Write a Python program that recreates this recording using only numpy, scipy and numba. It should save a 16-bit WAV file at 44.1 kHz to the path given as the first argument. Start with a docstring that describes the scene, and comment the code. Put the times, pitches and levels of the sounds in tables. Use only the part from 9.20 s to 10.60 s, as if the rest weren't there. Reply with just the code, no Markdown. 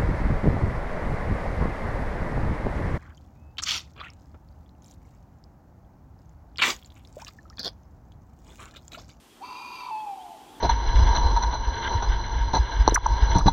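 """An owl on a pine branch gives one long call. It starts hoarse, as rattling voice membranes excite the
resonances of the throat, then snaps into a clean periodic tone that slides down and fades.
The trunks reflect it as a few distinct echoes and scatter it into diffuse reverberation.
A small songbird twitters far off, over soft hiss and a low distant rush."""
import sys
import numpy as np
from scipy import signal
from scipy.fft import rfft, irfft
from scipy.io import wavfile
from scipy.ndimage import uniform_filter1d, map_coordinates
from numba import njit

SR = 44100
rng = np.random.default_rng(int(sys.argv[2]) if len(sys.argv) > 2 else 0)


def wrap_up_sound(samples):
    """Save the sound to the file named by the first command line argument, as 16-bit audio."""
    columns = np.atleast_2d(samples).T
    # keep every value between -1 and 1, then stretch to whole-number steps
    tamed = np.clip(columns, -1, 1)
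    steps = np.round(tamed * 32767).astype(np.int16)
    wavfile.write(sys.argv[1], SR, steps)


N = 61739
FLUTTER_PER_S = 310  # rate of the random fluctuations in the owl's voice


def owl_tone():
    """Self-sustained oscillation: randomly modulated while hoarse, then clean with mostly odd harmonics."""
    # The fundamental. Each row: time in seconds, pitch in Hz, level in dB.
    voice = [(.2, 750, -68), (.21, 760, -49), (.222, 795, -38.5), (.236, 970, -39.5), (.28, 1020, -46),
             (.33, 1000, -43.5), (.42, 987.2, -42.5), (.605, 999, -45.5), (.64, 1001, -39.5),
             (.702, 997.6, -36.5), (.712, 884.4, -32), (.75, 866.7, -30.5), (.81, 867.5, -32),
             (.855, 835.3, -41), (.875, 821, -33.5), (.935, 783, -35), (.955, 772, -44.5),
             (1.04, 726, -46.5), (1.13, 685, -50.5), (1.17, 640, -53.5)]
    # Harmonics of the clean tone before dulling. Each row: harmonic number, dB relative to the fundamental.
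    harmonics = [(2, -39.5), (3, -19.5), (4, -38), (5, -32.5), (7, -53)]
    rough_from_s, clean_from_s, snap_s = .226, .706, .02
    rough_jitter_hz, base_jitter_hz = 26.1, 2.9
    burr_hz, burr_wander_hz = 176.6, 15.7  # a faint fast throb on the clean tone
    dull_below_hz, dulling_db_per_hz = 875, .12  # the harmonics fade as the pitch sinks
    t = np.arange(N) / SR
    hz, db = curves(voice)
    clean = np.clip((t - clean_from_s) / snap_s + .5, 0, 1)
    rough = np.clip((t - rough_from_s) / snap_s + .5, 0, 1) * (1 - clean)
    phase = phase_of(hz + (rough_jitter_hz * rough + base_jitter_hz) * wander(FLUTTER_PER_S))
    burr = .07 * clean * np.sin(phase_of(burr_hz + burr_wander_hz * wander(FLUTTER_PER_S)))
    sidebands = wander(FLUTTER_PER_S) * np.sin(phase) + wander(FLUTTER_PER_S) * np.cos(phase)
    flutter = .65 * rough * sidebands / np.sqrt(2)
    dulling = undb(dulling_db_per_hz * np.minimum(hz - dull_below_hz, 0))
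    brightness = clean * dulling * (1 + .19 * wander(FLUTTER_PER_S))
    overtones = sum(undb(gain_db) * np.sin(number * phase) for number, gain_db in harmonics)
    envelope = np.sqrt(2) * gate(voice) * undb(db) * (1 + burr)
    return envelope * (np.sin(phase) + flutter + brightness * overtones)


def owl_rattle():
    """Source and filter: uneven membrane pulses and rushing air excite the resonances of the throat."""
    # The hoarse part. Each row: time in seconds, level in dB, throat tuning ratio, tilt in dB per octave.
    hoarseness = [(.2, -71, 0.98, -5), (.228, -47, 0.98, -3), (.26, -44.5, 0.99, -1),
                  (.35, -44.5, 1.003, -1), (.47, -48, 1.004, 0.5), (.58, -44.5, 1.005, 0.2),
                  (.64, -46, .982, -0.1), (.695, -45.5, .968, -2), (.728, -77, 0.89, 0)]
    # Throat resonances. Each row: centre in Hz, bandwidth of one filter stage in Hz, relative level in dB.
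    formants = [(834, 203, -5), (1040, 304, -3.5), (1295, 200, -4), (2040, 400, -17), (2385, 213, -3),
                (2702, 154, -2), (3256, 410, -11), (3779, 240, -7.5), (4490, 530, -5), (4714, 220, -1.8),
                (5550, 990, -17.5), (6240, 530, -12), (12400, 4400, -19.5)]
    pulses_per_s, rate_scatter, air_gain = 950, .35, .76
    db, tuning, tilt_db = curves(hoarseness)
    cycles = phase_of(pulses_per_s * np.exp(rate_scatter * wander(pulses_per_s))) / (2 * np.pi)
    pulses = np.diff(np.floor(cycles), prepend=0) * rng.rayleigh(size=N)
    drive = unit_rms(pulses - pulses.mean()) + air_gain * rng.standard_normal(N)
    throat = 0
    for hz, width_hz, gain_db in formants:
        ring = drive
        for _ in range(3):  # stages in cascade sharpen the resonance
            ring = resonate(ring, hz * tuning, float(width_hz))
        throat = throat + undb(gain_db + tilt_db * np.log2(hz / pulses_per_s)) * unit_rms(ring)
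    untilted_rms = np.sqrt(sum(undb(gain_db) ** 2 for _, _, gain_db in formants))
    return gate(hoarseness) * undb(db) * throat / untilted_rms


def owl_whistle():
    """Biphonation: a second, unsteady oscillation sounds high above the hoarse voice."""
    # The thin second tone. Each row: time in seconds, pitch in Hz, level in dB.
    whistle = [(.28, 2423, -68), (.36, 2442, -49.5), (.46, 2438, -46), (.535, 2442, -49.5),
               (.56, 2380, -48.5), (.65, 2370, -53.5), (.71, 2360, -67)]
    jitter_hz = 13.4
    hz, db = curves(whistle)
    phase = phase_of(hz + jitter_hz * wander(FLUTTER_PER_S))
    return np.sqrt(2) * gate(whistle) * undb(db) * np.sin(phase)


def trunk_echoes(x):
    """Reflection: groups of trunks return dull, delayed copies that beat against the falling tone."""
    # Distinct reflections. Each row: delay in seconds, gain in dB.
    echoes = [(.045, -14), (.186, -17.5), (.295, -19.5), (.395, -20), (.58, -24)]
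    cutoff_hz = 1250
    t = np.arange(N) / SR
    dull = signal.sosfilt(signal.butter(4, cutoff_hz, fs=SR, output="sos"), x)
    return sum(undb(db) * np.interp(t - delay, t, dull, left=0) for delay, db in echoes)


def forest_reverb(x):
    """Multiple scattering: echoes from many trunks build up, then decay exponentially in two bands."""
    # The treble is the weaker band and lingers slightly longer.
    low_t60_s, low_db, high_t60_s, high_db = .87, -10.5, 1, -13
    delay_s, build_s, split_hz = .022, .04, 1940
    since = np.maximum(np.arange(N) / SR - delay_s, 0)
    response = 0
    for band, t60, db in (("low", low_t60_s, low_db), ("high", high_t60_s, high_db)):
        envelope = (1 - np.exp(-since / build_s)) * np.exp(-np.log(1000) * since / t60)
        tail = unit_rms(envelope * rng.standard_normal(N)) / np.sqrt(N)
        crossover = signal.butter(2, split_hz, band, fs=SR, output="sos")
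        response = response + undb(db) * signal.sosfilt(crossover, tail)
    return signal.fftconvolve(x, response)[:N]


def songbird():
    """Frequency modulation: each short whistled note wavers along a parabola through three pitches."""
    # The notes. Each row: start and length in seconds, first, middle and last pitch in Hz, peak in dB.
    notes = [(0.087, 0.059, 3200, 3240, 3350, -62.5), (.15, 0.034, 3120, 3300, 3550, -60),
             (0.188, .045, 3430, 3180, 3050, -67), (0.547, .06, 3160, 3105, 3500, -57),
             (0.785, 0.044, 3356, 3270, 3660, -52), (0.983, .06, 3195, 3110, 3734, -54),
             (1.082, 0.051, 3700, 3092, 2870, -61), (1.189, .045, 2680, 3130, 3913, -59),
             (1.226, 0.036, 3400, 3200, 2930, -61), (1.278, 0.04, 3350, 3327, 3700, -58),
             (1.335, 0.047, 3600, 3450, 3240, -56.5)]
    t, song = np.arange(N) / SR, 0
    for start, length, first, middle, last, db in notes:
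        progress = np.clip((t - start) / length, 0, 1)
        glide_hz = np.polyval(np.polyfit([0, .5, 1], [first, middle, last], 2), progress)
        phase = phase_of(glide_hz * (1 + .0141 * wander(300)))
        song = song + undb(db) * np.sin(np.pi * progress) * np.sin(phase)
    return song


def forest_air():
    """Broadband noise: a soft hiss grows slowly while a low distant rush swells and ebbs."""
    # Spectra of the hiss and the rush. Each row: frequency in Hz, relative spectral density in dB.
    hiss_spectrum = [(880, -19), (1500, -9), (2330, -5.5), (3210, -3.5), (3690, -5.5), (3950, -7),
                     (4230, -8), (6310, -10), (8880, -11), (15500, -18)]
    rush_spectrum = [(20, -21), (35, -5.5), (55, -1.5), (110, -4.5), (190, -3), (290, 3.5), (400, 1),
                     (530, -6), (800, -5), (1200, -7), (1800, -18), (4000, -59)]
    # The swell of the rush. Each row: time in seconds, level in dB.
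    rush_level = [(0, -58), (.42, -53), (.5, -52.5), (.61, -57), (.8, -56.5), (1.05, -56.5), (1.4, -51.5)]
    hiss_db, rise_db_per_s = -59.5, 1.62
    t = np.arange(N) / SR
    hiss = coloured_noise(hiss_spectrum) * undb(hiss_db + rise_db_per_s * t + .26 * wander(7.3))
    rush = coloured_noise(rush_spectrum) * undb(curves(rush_level)[0] + 1.07 * wander(14.74))
    return hiss + rush


@njit
def resonate(x, hz, width):
    """Second-order resonance: a band-pass with unit gain at its moving centre frequency."""
    y, band_state, low_state = np.empty(len(x)), 0., 0.
    for i in range(len(x)):
        step, damping = np.tan(np.pi * hz[i] / SR), width / hz[i]
        band = (band_state + step * (x[i] - low_state)) / (1 + step * (step + damping))
        band_state = 2 * band - band_state
        low_state += 2 * step * band
        y[i] = damping * band
    return y


def coloured_noise(spectrum):
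    """Spectral shaping: white noise is weighted by (Hz, dB) points and scaled to rms 1."""
    hz, db = np.array(spectrum, float).T
    bins_hz = np.maximum(np.fft.rfftfreq(N, 1 / SR), 1)
    gain = undb(np.interp(np.log(bins_hz), np.log(hz), db))
    return unit_rms(irfft(rfft(rng.standard_normal(N)) * gain, N))


def wander(rate):
    """A smooth random signal of rms 1 that changes about rate times a second."""
    return unit_rms(map_coordinates(rng.standard_normal(4096), [np.arange(N) / SR * rate], mode="wrap"))


def curves(table):
    """Linear interpolation of each column of a timed table, one value per sample."""
    times, *columns = np.array(table, float).T
    return [np.interp(np.arange(N) / SR, times, column) for column in columns]


def gate(table):
    """A soft-edged window: 1 between the first and last time of a table, 0 outside."""
    t = np.arange(N) / SR
    return uniform_filter1d(1. 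* ((t > table[0][0]) & (t < table[-1][0])), size=200)


def phase_of(hz):
    """Phase in radians, the time integral of angular frequency."""
    return 2 * np.pi * np.cumsum(hz) / SR


def undb(db):
    """Decibels to amplitude ratio."""
    return 10 ** (np.asarray(db) / 20)


def unit_rms(x):
    """Normalisation to rms 1."""
    return x / np.sqrt(np.mean(x ** 2))


def scene():
    """Superposition: the near owl, the far songbird, their reflections and the background noise add."""
    owl = owl_tone() + owl_rattle() + owl_whistle()
    bird = songbird()
    reverberation = forest_reverb(owl + undb(5.5) * bird)  # the farther source is more reverberant
    return (owl + trunk_echoes(owl) + bird + reverberation + forest_air())[None]


def record(dry):
    """Band limiting: a steep low-pass filter removes the highest treble."""
    cutoff_hz = 15520
    return signal.sosfilt(signal.ellip(10, .2, 70, cutoff_hz, fs=SR, output="sos"), dry)


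dry = scene()
out = record(dry)
wrap_up_sound(out)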